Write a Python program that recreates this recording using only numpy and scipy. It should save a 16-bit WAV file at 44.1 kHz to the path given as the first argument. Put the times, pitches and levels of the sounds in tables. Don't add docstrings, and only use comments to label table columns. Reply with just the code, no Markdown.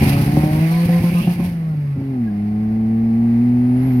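import sys
import numpy as np
from scipy import signal
from scipy.fft import rfft, irfft
from scipy.io import wavfile

SR = 44100
rng = np.random.default_rng(int(sys.argv[2]) if len(sys.argv) > 2 else 0)


def file_out(sig):
    cols = np.atleast_2d(sig).T
    lim = np.clip(cols, -1, 1)
    pcm = np.round(lim * 32767).astype(np.int16)
    wavfile.write(sys.argv[1], SR, pcm)


N = 176400
T = np.arange(N) / SR
FIRINGS_PER_CYCLE = 6
RAMP_S = 0.0074

# start in seconds, length in seconds, change of the note in dB, thudding in dB.
MISFIRES = [(0.855,0.03,-9,-18.5),(0.999,0.038,-11.5,-17.5),(1.104,0.041,-20,-21),(1.209,0.059,-14,-24),(1.325,0.0665,-10,-38),(1.731,0.023,1,-33.5),(1.961,0.061,-0.5,-25.5)]
# start in seconds, peak in dB, low edge in Hz, note surge in dB.
CATCHES = [(0.021,-8,60,3),(.08,-10,60,-0.5),(.121,-11,60,-1),(0.165,-10.5,60,2),(.367,-7,328,4.5),(.432,-9,300,-0.5),(.89,-15.5,250,2.5),(1.034,-12.5,150,-0.5),(1.272,-11,200.6,5),(1.395,-12,150,1.5),(2.012,-24,380,0)]


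def pull(cycles):
    # time in seconds, level in dB.
    loudness = [(0, -20.5), (.27, -20), (.4, -18), (.65, -15), (.95, -14), (1.2, -14), (1.29, -15.5),
                (1.42, -16.5), (1.48, -21), (1.7, -20.5), (1.95, -20.5), (2.03, -31), (2.1, -104)]
    orders = {4:-32,6:0,8:-28.5,10:-37.5,12:-19,18:-27,24:-28,26:-36.5,30:-33,36:-30.5,42:-30,48:-41,54:-33,60:-41.5}
    # centre in Hz, width in Hz, boost in dB before the throttle scales it.
    resonances = [(297, 47, 11.3), (514, 15, 14.3), (758, 86, 14)]
    # time in seconds, gain of the overtones in dB.
    throttle = [(0,3),(.7,0),(1.6,-6.5)]
    settle_s = 0.02
    level_db = in_time(loudness)[0] + 0.72 * drift(28)
    dips_db = sum(db * misfire_gate(start, length) for start, length, db, _ in MISFIRES)
    surge_db = sum(db * ramp(T - start) * np.exp(-np.abs(T - start) / settle_s)
                   for start, _, _, db in CATCHES)
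    note = partials(cycles, orders, resonances, waver_db=4.5, waver_hz=5.1,
                    overtones_db=in_time(throttle)[0], shiver_rad=0.51)
    return from_db(level_db + dips_db + surge_db) * note


def drone(cycles):
    # time in seconds, then note, octave and other partials in dB.
    balance = [(1.92, -82, -57, -55), (1.98, -33.5, -27, -24), (2.1, -22, -25.5, -17),
               (2.16, -27.5, -22, -15), (2.22, -24.5, -17.5, -20.5), (2.29, -29.5, -21, -16),
               (2.5, -27, -19.5, -17.5), (3.2, -23.5, -14.5, -15), (3.42, -21.5, -13.5, -15),
               (3.76, -19.5, -15, -15), (3.86, -18, -18.5, -14.5), (4, -18, -14, -13)]
    orders = {4:-31.5,10:-26.5,14:-36,16:-41.5,18:-23,22:-44.5,24:-33.5,30:-37.5,36:-38,38:-43,40:-46.5,42:-42,44:-43.5,48:-44,60:-40}
    # centre in Hz, width in Hz, boost in dB.
    resonances = [(295, 110, 4.4), (435, 35, 7.8), (756, 93, 11.8)]
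    note_db, octave_db, others_db = in_time(balance)
    phase = firing_phase(cycles)
    note = from_db(note_db + .3 * drift(8)) * np.sin(phase)
    octave = from_db(octave_db) * np.sin(2 * phase + 2 * np.pi * rng.random())
    others = from_db(others_db) * partials(cycles, orders, resonances, waver_db=1.5, waver_hz=1.6)
    return np.sqrt(2) * (note + octave) + others


def partials(cycles, orders, resonances, waver_db, waver_hz, overtones_db=0, shiver_rad=0):
    out = np.zeros((2, N))
    cycle_hz = np.gradient(cycles) * SR
    for k, (order, db) in enumerate(orders.items()):
        phase = 2 * np.pi * (order * cycles + rng.random())
        phase += shiver_rad * min(order / 42, 1) ** 2 * drift(45)
        side_phase = min(order / 36, 1) ** 2 * (-1) ** k * np.array([[.8], [-.8]])
        boost_db = sum(peak / (1 + ((order * cycle_hz - hz) * 2 / width) ** 2)
                       for hz, width, peak in resonances)
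        db = db + from_db(overtones_db) * boost_db
        waver = waver_db * np.clip(-db / 30, .1, 1) * drift(waver_hz)
        gain = from_db(db + waver + overtones_db * (order > FIRINGS_PER_CYCLE))
        out += gain * np.sqrt(2) * np.sin(phase + side_phase)
    return out


def uneven_firing(cycles):
    # time in seconds, level in dB.
    roughness = [(0,-14.5),(.38,-19),(.6,-22),(.8,-58),(1.43,-24.5),(1.6,-35),(2.6,-47),(4,-40)]
    firing_count = np.floor(FIRINGS_PER_CYCLE * cycles + .07 * drift(90))
    fired = np.diff(firing_count, prepend=0) > 0
    strength = rng.choice([-1, 1], N) * rng.uniform(0.28, 1, N)
    thudding = sum(from_db(db) * misfire_gate(start, length) for start, length, _, db in MISFIRES)
    return (from_db(in_time(roughness)[0]) + thudding) * rms_one(boom(fired * strength))


def catches(bark_db=-28, bark_band_hz=(660, 1070), bark_decay_s=0.033):
    thumps, pulses = np.zeros(N), np.zeros(N)
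    for start, db, low_hz, _ in CATCHES:
        at = int(start * SR)
        thump = boom(butter(signal.unit_impulse(SR // 2), low_hz, "high"))
        thumps[at:at + len(thump)] += from_db(db) * thump / np.abs(thump).max()
        pulses[at] = from_db(db)
    gas = rms_one(butter(rng.standard_normal(N), bark_band_hz, "band"))
    decay = signal.lfilter([1], [1, -np.exp(-1 / (bark_decay_s * SR))], pulses + 1e-18)
    return thumps + from_db(bark_db) * decay * gas


def boom(pulses, low_hz=45, high_hz=1190):
    # centre in Hz, width in Hz, gain in dB.
    modes = [(55, 54, -4.5), (107, 25.3, 5), (165.2, 52, 3), (218, 52, 2.5), (293, 40, -6), (352.7, 40, -9),
             (556, 17, -14), (753, 35, -16.5), (1070, 62, -34.5)]
    out = 0
    for k, (hz, width, db) in enumerate(modes):
        radius = np.exp(-np.pi * width / SR)
        feedback = [1, -2 * radius * np.cos(2 * np.pi * hz / SR), radius ** 2]
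        ring = (1 - radius ** 2) / 2 * signal.lfilter([1, 0, -1], feedback, pulses + 1e-18)
        out += (-1) ** k * from_db(db) * ring
    return butter(butter(out, low_hz, "high"), high_hz, "low")


def hiss(cycles, throb=0.09, flutter_db=1.5):
    # frequency in Hz, left and right relative density in dB.
    spectrum = [(200, -73, -71), (505, -68, -63), (870, -65, -66.5), (1270, -80, -78), (1700, -75.5, -74),
                (2100, -75.5, -70), (2650, -70.5, -69.5), (3600, -74.5, -79), (4700, -70.5, -79),
                (6100, -78, -86), (7770, -92, -86), (8650, -89, -74), (10300, -84, -73),
                (12600, -82.5, -69.5), (14100, -84, -85), (16000, -83, -84)]
    # time in seconds, gain in dB.
    loudness = [(0, -2), (.04, 6.5), (.07, 1), (.095, 10.5), (.115, -1), (.135, 6), (.16, 0), (.23, -0.5),
                (.28, -3.5), (.7, -4.5), (1.0, -3.5), (1.23, -4), (1.27, -8), (1.31, -2.5), (1.39, -11.5),
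                (1.45, -4), (1.6, -26.5), (2.2, -49)]
    # time in seconds, centre in Hz, level in dB.
    rasp_path = [(0,2400,-33),(.15,2450,-35),(.26,2204,-47.5),(.65,2200,-39.5),(1,2150,-39.5),(1.23,2603,-38.5),(1.38,2295,-45.5),(1.44,2277,-41),(1.65,2250,-74)]
    rush = from_db(in_time(loudness)[0] + flutter_db * drift(40)) * stereo_noise(spectrum)
    rasp_hz, rasp_db = in_time(rasp_path)
    rasp_gain = from_db(rasp_db + 2.45 * drift(30))
    rasp = rasp_gain * breathy(rasp_hz * (1 + .03 * drift(14)), width_hz=350, pan_db=-3.5)
    swell_gain = from_db(-44.5) * bump(centre_s=0.767, half_width_s=0.074)
    swell = swell_gain * breathy(hz=4370, width_hz=540, pan_db=2.5)
    return (1 + throb * np.sin(firing_phase(cycles))) * (rush + rasp + swell)


def road(cycles, throb=0.11, crossover_hz=1240):
    # frequency in Hz, left and right relative density in dB.
    spectrum = [(20, -73.5, -73.5), (54, -57, -58), (108, -61.5, -62), (276, -65, -63), (537, -74.5, -83.5),
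                (725, -69, -75), (960, -79, -82.5), (1300, -84.5, -85), (1880, -83.5, -80.5),
                (2030, -88, -76.5), (2560, -89, -84.5), (3430, -96, -99), (4760, -93, -99),
                (6040, -102, -107), (7700, -114, -109), (8800, -110, -99.5), (12200, -109, -96),
                (14000, -110, -104), (16000, -108, -115)]
    # time in seconds, bass gain in dB, treble gain in dB.
    loudness = [(0, 8, 15.5), (1.6, -7.5, 3.5), (1.9, -10.5, 1), (2.3, -2.5, 1), (2.8, 1, 0),
                (3.4, -0.5, 3.5), (3.65, 1.5, 3), (3.78, 3, 6), (3.87, 5.5, 8), (4, -3, 6.5)]
    bass_db, treble_db = in_time(loudness)
    noise = stereo_noise(spectrum)
    bass = signal.sosfiltfilt(signal.butter(2, crossover_hz, fs=SR, output="sos"), noise)
    treble = (1 + throb * np.sin(firing_phase(cycles))) * (noise - bass)
    return from_db(bass_db) * bass + from_db(treble_db + 0.58 * drift(17)) * treble


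def turbo():
    # time in seconds, pitch in Hz, level in dB.
    whistle_path = [(3.35,8595,-83),(3.74,10750,-63),(3.88,11440,-55.5),(4,12450,-57)]
    hz, db = in_time(whistle_path)
    return from_db(db) * breathy(hz, width_hz=170, pan_db=-6.5, breath=0.73, breath_hz=800)


def squeak():
    # centre in seconds, half-width in seconds, pitch in Hz, peak in dB.
    squeaks = [(2.282,0.012,1645,-41)]
    return sum(from_db(db) * bump(centre, half_width) * np.sin(2 * np.pi * hz * T)
               for centre, half_width, hz, db in squeaks)


def breathy(hz, width_hz, pan_db, breath=0, breath_hz=1000):
    phase = 2 * np.pi * np.cumsum(hz * np.ones(N)) / SR
    sides = [sum((drift(width_hz) + breath * drift(breath_hz)) * wave(phase) for wave in (np.sin, np.cos))
             for _ in range(2)]
    return np.array(sides) * from_db([[pan_db], [-pan_db]])


def stereo_noise(spectrum, coherent_below_hz=710):
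    hz = np.maximum(np.arange(N // 2 + 1) * SR / N, 1)
    points_hz, *sides_db = np.transpose(spectrum)
    shared, *own = rfft(rng.standard_normal((3, N)))
    coherence = from_db(-.1) / (1 + (hz / coherent_below_hz) ** 4)
    white = np.sqrt(coherence) * shared + np.sqrt(1 - coherence) * np.array(own)
    gain = from_db([np.interp(np.log(hz), np.log(points_hz), db) for db in sides_db])
    return irfft(gain * white, N) * np.sqrt(SR / 2)


def firing_phase(cycles):
    return 2 * np.pi * FIRINGS_PER_CYCLE * cycles


def misfire_gate(start, length):
    return ramp(np.minimum(T - start, start + length - T))


def ramp(seconds):
    return np.clip(seconds / RAMP_S + .5, 0, 1)


def bump(centre_s, half_width_s):
    return np.exp(-((T - centre_s) / half_width_s) ** 2)


def drift(rate_hz):
    hz = np.arange(N // 2 + 1) * SR / N
    return rms_one(irfft(rfft(rng.standard_normal(N)) / (1 + (hz / rate_hz) ** 2), N))


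def butter(x, hz, kind):
    return signal.sosfilt(signal.butter(2, hz, kind, fs=SR, output="sos"), x)


def in_time(rows):
    seconds, *columns = np.transpose(rows)
    return [np.interp(T, seconds, column) for column in columns]


def from_db(db):
    return 10 ** (np.asarray(db) / 20)


def rms_one(x):
    return x / np.sqrt(np.mean(x ** 2) + 1e-20)


def scene(right_lag_s=0.0001):
    # time in seconds, firing rate in Hz.
    low_gear = [(0, 136.6), (.2, 140.9), (.3, 144.3), (.4, 152), (.55, 154.6), (.8, 170.4), (1.0, 172.1),
                (1.25, 173), (1.47, 176.1), (1.56, 167.2), (1.7, 157.2), (1.78, 148.2), (1.93, 139.5)]
    next_gear = [(1.98, 136.8), (2.1, 135.3), (2.18, 124.3), (2.3, 103.5), (2.36, 102.7), (2.82, 111.1),
                 (2.85, 110.3), (3.04, 114), (3.13, 113.3), (3.23, 116.9), (3.38, 117.1), (3.43, 120.9),
                 (3.74, 124.8), (3.88, 131.8), (3.92, 126), (4.0, 123.8)]
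    firing_hz = in_time([*low_gear, *next_gear])[0] * (1 + .002 * drift(15))
    cycles = np.cumsum(firing_hz) / SR / FIRINGS_PER_CYCLE
    left, right = pull(cycles) + drone(cycles) + uneven_firing(cycles) + catches()
    engine = np.array([left, np.interp(T - right_lag_s, T, right)])
    return engine + hiss(cycles) + road(cycles) + turbo() + squeak()


def record(dry):
    cutoff_hz = 15850
    return signal.sosfilt(signal.ellip(12, .1, 90, cutoff_hz, fs=SR, output="sos"), dry)


dry = scene()
out = record(dry)
file_out(out)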